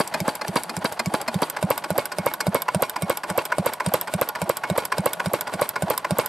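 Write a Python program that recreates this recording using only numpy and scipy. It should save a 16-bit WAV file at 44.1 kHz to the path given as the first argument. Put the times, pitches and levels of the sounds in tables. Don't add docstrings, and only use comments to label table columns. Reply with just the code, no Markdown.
import sys
import numpy as np
from scipy import signal
from scipy.fft import rfft, irfft
from scipy.io import wavfile
from scipy.ndimage import uniform_filter1d

SR = 44100
rng = np.random.default_rng(int(sys.argv[2]) if len(sys.argv) > 2 else 0)


def rack_gain(trim_db):
    fader = np.asarray(trim_db, float)
    return 10 ** (fader / 20)


def generate_wav(sig):
    pcm = np.round(np.clip(np.atleast_2d(sig).T, -1, 1) * 32767).astype(np.int16)
    wavfile.write(sys.argv[1], SR, pcm)


N = 276948
T = np.arange(N) / SR
CUT_S = 1.46

CYCLE_S = .28
TAPPET_AT, INTAKE_AT = .269, .73
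TICK_SCATTER_DB, BODY_SCATTER_DB = .8, 2.2

# (exhaust opening [s], thump [dB], valve cover [dB])
CYCLES = [(0.0, -20.5, -22), (0.2781, -23, -45), (0.5565, -23.5, -48), (0.8445, -17.5, -23),
          (1.1385, -16, -17), (1.419, -15, -11.5), (1.7028, -21, -12), (1.979, -22.5, -15.5),
          (2.261, -14.5, -9.5), (2.5448, -16.5, -11), (2.8218, -19, -19.5), (3.096, -24, -18.5),
          (3.3763, -17.5, -9), (3.66, -17, -15), (3.9376, -18.5, -14), (4.2127, -21.5, -17.5),
          (4.493, -17.5, -12), (4.7766, -18, -13.5), (5.058, -18.5, -15), (5.3338, -26.5, -20),
          (5.6131, -18, -12.5), (5.9004, -16.5, -14), (6.1847, -23, -15)]
# (peak time [s], knock level [dB], treble level [dB])
FIRING = [(0.1452, -19.5, -16), (0.4186, -29, -23.5), (0.6998, -32, -21), (0.9988, -19, -15.5),
          (1.2842, -21.5, -19), (1.5709, -22.5, -24.5), (1.845, -25.5, -22.5), (2.1238, -27.5, -22),
          (2.4101, -19.5, -13), (2.6879, -15.5, -25.5), (2.9653, -20.5, -22.5), (3.24, -24, -24.5),
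          (3.525, -15.5, -25.5), (3.806, -17, -25.5), (4.0793, -32, -26.5), (4.3575, -26.5, -25),
          (4.641, -19.5, -28), (4.9254, -16.5, -20), (5.2029, -18.5, -26.5), (5.4773, -28, -26),
          (5.7635, -19, -25.5), (6.0508, -18, -26.5)]
# (frequency [Hz], level from afar [dB], level close by [dB])
VALVE = [(1504, -21, 0.5), (2230, 2.5, -3), (2950, -24, -9), (3744, -3, -3.5), (5100, 0, -2),
         (5960, -4.5, -9), (7480, 0.5, -2), (8780, 0.5, 7), (10150, -6, -4.5), (11840, -2.5, -4.5),
         (12600, -16, -7), (13400, -26, -29)]
# (frequency [Hz], t60 [s], level from afar [dB], level close by [dB])
KNOCK = [(230, 0.13, -8.5, -33), (634, 0.048, -3, -21), (1023, 0.046, -6.5, -1), (1220, 0.0069, -4.5, -34),
         (1485, 0.012, -29, -4), (1706, 0.013, -10, -6.5), (2070, 0.031, -6.5, -15.5),
         (2460, 0.049, -7, -18)]
# (frequency [Hz], t60 [s], level from afar [dB], level close by [dB])
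BLOCK = [(443, 0.05, -9.5, -6), (590, 0.033, -6.5, 0.5), (655, 0.018, 1.5, -18), (849.6, 0.056, 4, 2),
         (959, 0.065, 0, 2), (1042, 0.11, -6.5, -3), (1119, 0.079, -5.5, -1.5), (1436, 0.051, -4, -1),
         (1580, 0.0067, -3.5, -5), (2198, 0.13, -26, -3), (2407, 0.11, -27, -6.5), (2714, 0.019, -14, -5),
         (3197, 0.029, -9.5, -11.5), (4000, 0.033, -12.5, -10), (4586, 0.042, -5.5, -9),
         (5570, 0.15, -43, -17)]


def place(s, db):
    out = np.zeros(N)
    np.add.at(out, np.clip(np.round(s * SR).astype(int), 0, N - 1), rack_gain(db))
    return out


def play(s, db, grain, early=0.):
    return signal.fftconvolve(place(s, db), grain)[int(early * SR):][:N]


def unit(x):
    return x / np.sqrt(np.mean(x ** 2))


def colour(x, points):
    hz = np.fft.rfftfreq(N, 1 / SR) + 1
    point_hz, point_db = np.transpose(points)
    gain = rack_gain(np.interp(np.log(hz), np.log(point_hz), point_db))
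    return unit(irfft(rfft(x) * gain, N))


def pair_noise(wide):
    mid, side = rng.standard_normal((2, N))
    return mid + wide * side * np.array([[1], [-1]])


def walk(rate):
    k = int(SR / rate)
    steps = np.repeat(rng.standard_normal(N // k + 1), k)[:N]
    return unit(uniform_filter1d(steps, k))


def burst(s, db, rise, fall):
    t = np.arange(-5 * rise, 7 * fall, 1 / SR)
    return play(s, db, np.exp(np.where(t < 0, t / rise, -t / fall)), 5 * rise)


def ring(force, modes, wide):
    out, rough = 0, pair_noise(wide)
    shifts = rng.integers(N, size=len(modes))
    for (hz, t60, far_db, near_db), shift in zip(modes, shifts):
        r, angle = np.exp(-np.log(1000) / (t60 * SR)), 2 * np.pi * hz / SR
        level = np.where(T < CUT_S, rack_gain(far_db), rack_gain(near_db))
        drive = force * level * np.roll(rough, shift, axis=1)
        strike = np.array([1, 0, -1]) * np.sqrt(1 - r) / 2
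        out = out + signal.lfilter(strike, [1, -2 * r * np.cos(angle), r * r], drive)
    return out


def small(parts):
    ring_cycles = 55
    return [(hz, ring_cycles / hz, far_db, near_db) for hz, far_db, near_db in parts]


def tick(s, db):
    contact = burst(s + .0006, db + 13, .0002, .0003)
    chatter = burst(s + .002, db - 1, .0005, .003)
    return contact + chatter


def cam(share):
    s = np.array(CYCLES)[:, 0]
    added = .0045 * ((s < CUT_S) & (s + CYCLE_S > CUT_S))
    length = np.append(np.diff(s), CYCLE_S) - added
    return s + share * length + added * (share > 0), length


def seen(s, pair, scatter=0.):
    return np.where(s > CUT_S, pair[1], pair[0]) + scatter * rng.standard_normal(len(s))


def swells(turn, rows):
    out = 0
    for top_at, top_db, rise_db, fall_db in rows:
        ahead = (top_at - turn) % 4
        below_db = np.minimum(ahead * rise_db, (4 - ahead) * fall_db)
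        out = out + rack_gain(top_db - below_db) ** 2
    return np.sqrt(out)


def open_air():
    # (frequency [Hz], level per Hz [dB])
    air_spectrum = [(15, -60), (25, -46), (180, 17.5), (363, -26), (624, 19.5), (775, 17.5), (988, 8),
                    (2910, -35), (11600, -10), (13200, -28), (16000, -57)]
    breeze_db = 2 * walk(8)
    return rack_gain(-45.5 + breeze_db) * colour(pair_noise(0.21), air_spectrum)


def running():
    # (place [blows], top level [dB], rise [dB per blow], fall [dB per blow])
    gear_swells = [
        (.25, -31, 68, 12.5),
        (1.1, -28.5, 15, 62),
        (1.7, -32.5, 20.5, 9.5),
        (2.02, -24.5, 150, 27),
        (2.95, -30.5, 15.5, 54),
        (3.97, -27.5, 15, 400),
    ]
    gas_swells = [
        (0, -31.5, 1000, 20.4),
        (1.1, -41, 75, 35),
        (2.95, -41.5, 22, 33),
        (3.85, -48, 20, 49),
    ]
    silencer_swells = [
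        (0.15, -28.5, 290, 75),
        (.7, -56, 6.8, 8.5),
        (2.2, -40.5, 81, 36),
        (3.2, -35, 38, 96),
        (3.85, -40, 45, 12),
    ]
    # (frequency [Hz], level per Hz [dB])
    hiss_spectrum = [(2500, 7.5), (4500, 2.5), (6300, -4.5), (8300, 5), (10000, 4), (12500, -3),
                     (14500, -11), (16000, -30)]
    firing_s = np.array(FIRING)[:, 0]
    blows = np.sort(np.concatenate([cam(0)[0], cam(TAPPET_AT)[0], firing_s, cam(INTAKE_AT)[0][:-1]]))
    turn = np.interp(T, np.append(blows, blows[-1] + 0.086), np.arange(len(blows) + 1)) % 4
    far = T < CUT_S

    gusts_db = 1.5 * walk(12) + 2 * walk(250)
    hiss = swells(turn, gas_swells) * rack_gain(gusts_db + 1 * far) * colour(pair_noise(0.39), hiss_spectrum)

    flutter = swells(turn, silencer_swells) * rack_gain(2 * walk(60) - 5.5 * far)
    silencer = ring(flutter, [(565, 0.024, -28, 2.0), (634, 0.082, 2.0, -4),
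                              (830, 0.0099, -10, -43), (334, 0.021, 12.5, 5.5)], 0.19)

    glide_hz = np.interp(turn, [3.3, 4], [540, 820])
    glide_db = np.interp(turn, [3.2, 3.5, 3.8, 4], [-65, -36.5, -28.5, -36])
    glide_db = glide_db - 4 * far - 40 * (turn < 3.2)
    glide = rack_gain(glide_db) * walk(260) * np.sin(2 * np.pi * np.cumsum(glide_hz) / SR)

    mesh = swells(turn, gear_swells) * rack_gain(-10.0 + 3.93 * walk(150) + 0.5 * far)
    clatter = rack_gain(-2.0) * mesh * colour(pair_noise(0.056), [(300, -3), (900, 1.0), (1800, -4), (3500, -14.0),
                                                            (6000, -23), (9000, -37)])
    return hiss + silencer + glide + clatter, mesh


def tappet():
    s = cam(TAPPET_AT)[0]
    tick_db = seen(s, (-23.5, -14), TICK_SCATTER_DB)
    body_db = seen(s, (-28.5, -20.5), BODY_SCATTER_DB)
    body = burst(s + 0.00074, body_db - 4.5, 0.000098, 0.0031)
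    return ring(body, small(VALVE[:5]) + KNOCK[:3], 0.11), tick(s, tick_db)


def intake():
    s = cam(INTAKE_AT)[0][:-1]
    thump_db, cover_db = np.transpose(CYCLES)[1:, :-1]
    seat_db = seen(s, (-27, -27), TICK_SCATTER_DB)
    delay_ms = seen(s, (14.5, 13.3)) + .4 * (thump_db - np.median(thump_db))
    t = np.arange(0, .06, 1 / SR)
    cover = play(s, cover_db, -np.sin(2 * np.pi * 615 * t) * np.exp(-t / 0.004))

    u = t - .008
    swell = (t / 0.011) ** 0.92 * np.exp(.8 - 0.82 * (t / 0.012) ** 1.69)
    column = -np.cos(2 * np.pi * (166 * u + 1100 * u ** 2)) * swell
    thump = play(s + delay_ms / 1000, thump_db, column, 0.00814)
    gulp_grain = rack_gain(-9) * np.sin(2 * np.pi * 100 * t) * np.exp(-(t / 0.021) ** 2)
    gulp = play(s + 0.006, thump_db, gulp_grain)

    seat = burst(s + 0.00015, seat_db + 7.5, 0.00035, 0.00051)
    seat = seat + burst(s + 0.003, seat_db - 7.5, 0.00042, 0.0051)
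    bounce_db = seat_db - 16 + 4 * rng.standard_normal(len(s))
    bounce = ring(burst(s + .0235, bounce_db, .0004, .002), small(VALVE[6:9]), .2)
    return bounce + cover + thump + gulp + ring(seat, small(VALVE), 0.25), seat * rack_gain(0.5)


def firing():
    # (frequency [Hz], level from afar [dB], level close by [dB])
    ping_modes = [(3120, -23, -5.5), (4280, 8, -2), (4700, -4, 2), (5100, 6.5, 2.5), (5770, -9, -3),
                  (7400, -1.5, -5.5), (8300, -1, 4.5), (9900, -5, -14), (11300, -1.5, 0), (13900, -23, -20)]
    # (frequency [Hz], level [dB])
    chamber_modes = [(1010, -3.5), (1520, -2), (2000, -9.5)]
    s, knock_db, treble_db = np.transpose(FIRING)
    catch_s = s - .006
    lead_db = -19 + 0.2 * (knock_db - np.median(knock_db))
    knock = burst(s, knock_db + 5, .002, .0008) + burst(catch_s, lead_db, .0003, .006)
    treble = burst(s, treble_db - 16, 0.0028, 0.0024) + burst(catch_s, treble_db - 16, 0.00018, 0.0076)

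    t = np.arange(-.008, .01, 1 / SR)
    shape = np.exp(-np.where(t < 0, t / 0.0026, t / 0.0013) ** 2)
    chamber = 0
    for hz, db in chamber_modes:
        at = s + rng.random(len(s)) / hz
        level_db = knock_db + db + seen(s, (-6, 0), 1.5)
        chamber = chamber + play(at, level_db, shape * np.sin(2 * np.pi * hz * t), .008)
    return chamber + ring(knock, KNOCK, 0.14) + ring(treble, small(ping_modes), 0.3), knock * rack_gain(-11.5)


def exhaust():
    pipe_hz = 536.6
    # (multiple of the pipe's pitch [1], t60 [s], level from afar [dB], level close by [dB])
    pipe_modes = [(0.254, 0.025, -57, -10), (0.446, 0.026, -6, -17.5), (1.002, 0.011, -6, 3.5),
                  (2, 0.0011, -4.5, -0.5), (3, 0.0058, -13.5, -15), (4, 0.00085, -17.5, -11)]
    s, length = cam(0)
    delay_ms = seen(s, (4.11, 5.5)) + seen(s, (10, 72)) * (length - CYCLE_S)
    tick_db = seen(s, (-25, -12.5), TICK_SCATTER_DB)
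    pop_db = seen(s, (-6, -10.5), .5)
    clack_db = seen(s, (-17.5, -22.5), BODY_SCATTER_DB)
    near = s > CUT_S
    t = np.arange(0, .04, 1 / SR)
    at = s + delay_ms / 1000

    trips = np.round((delay_ms / 1000 - .0005) * pipe_hz - .5) + .5
    knock_grain = -np.sin(2 * np.pi * pipe_hz * t) * np.exp(-t / 0.0046)
    knock = play(at - .0003 - trips / pipe_hz, pop_db + np.where(near, -8, -22), knock_grain)

    build = np.clip(t / .0004, 0, 1) * np.clip(.75 + t / .006, 0, 1.15)
    fading = np.clip(t - .0025, 0, 1)
    pop = 0
    for k, t60, far_db, near_db in pipe_modes:
        wave = np.sin(2 * np.pi * k * pipe_hz * (t - .0007)) * rack_gain(-60 * fading / t60) * build
        pop = pop + play(at, pop_db - 3.5 + np.where(near, near_db, far_db), wave, .001)
    echo = np.where(T < CUT_S, rack_gain(-12.5), rack_gain(-20)) * np.roll(pop, int(.0064 * SR))

    clack = burst(at + 0.0064, clack_db, 0.0024, 0.0045)
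    sound = knock + pop + echo + ring(clack * rack_gain(-13), small(VALVE[1:6]), 0.12)
    sound = sound + ring(burst(at, pop_db - 19, 0.0042, 0.0027), BLOCK[1:7], 0.59)
    return sound, clack, tick(s, tick_db)


def iron_block(clack, knock, seat, mesh):
    blows = clack + knock + seat
    low = ring(blows * rack_gain(-2.5) + mesh, BLOCK[:9], 0.16)
    middle = ring(blows + mesh * rack_gain(-22.0), BLOCK[9:12], 0.078)
    high = ring(clack + seat + mesh * rack_gain(-6.0), BLOCK[12:], 0.36)
    return low + middle + high


def rocker(ticks):
    # (frequency [Hz], level from afar [dB], level close by [dB])
    rocker_modes = [(3350, -18, -20.5), (4790, -7, -20), (5550, -13, -42), (5920, -29, -29),
                    (7680, -5, -14), (8330, -10, -13), (9540, -8, -12.5), (10960, -2, -10),
                    (12100, -15, -7.5), (13040, -8, -16), (12500, -15, -10), (14400, -26, -21)]
    return ring(rack_gain(-2.5) * ticks, small(rocker_modes), 0.26)


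def ports(x, balance, lead):
    hz = np.fft.rfftfreq(N, 1 / SR)
    loudness = rack_gain(np.interp(hz, *np.transpose(balance)) / 2)
    half = loudness * np.exp(.5j * np.interp(hz, *np.transpose(lead)))
    return irfft(rfft(x) * np.array([half, 1 / half]), N)


def microphones(engine):
    # (frequency [Hz], left leads [rad])
    far_pair = [(60, -1.0), (200, -2.0), (380, -1.5), (1290, 0.5), (2380, 0.5), (4400, -1.0), (8120, 0.5),
                (15000, -2.0)], [ (0, 0), (860, 0.2), (2580, -0.1), (4300, -0.3), (6120, 0.0), (8900, -0.4),
                (12500, 0.0), (15300, -0.2)]
    # (frequency [Hz], left leads [rad])
    near_pair = [(60, -1.0), (170, -1.5), (300, -4.0), (800, -0.8), (2000, 0.3), (4400, -2.0), (8120, -0.5),
                 (12500, -5)], [ (0, 0), (860, 0.1), (2670, -0.2), (4500, -0.4), (7060, -0.1), (9990, -2.1),
                 (11600, -0.9), (15000, -0.9)]
    return np.where(T < CUT_S, ports(engine, *far_pair), ports(engine, *near_pair))


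def scene():
    hiss, mesh = running()
    tap, tappet_tick = tappet()
    valve, seat = intake()
    rattle, knock = firing()
    pop, clack, rocker_tick = exhaust()
    engine = pop + tap + rattle + valve + hiss
    engine = engine + iron_block(clack, knock, seat, mesh) + rocker(rocker_tick + tappet_tick)
    return microphones(engine) + open_air()


def roll_off(x):
    return signal.sosfilt(signal.butter(12, 16390, fs=SR, output="sos"), x)


def record(dry):
    x = signal.sosfilt(signal.butter(2, 95, "high", fs=SR, output="sos"), dry)
    x = signal.sosfilt(signal.cheby2(8, 45, 16400, fs=SR, output="sos"), x)
    return roll_off(x)


dry = scene()
out = record(dry)
generate_wav(out)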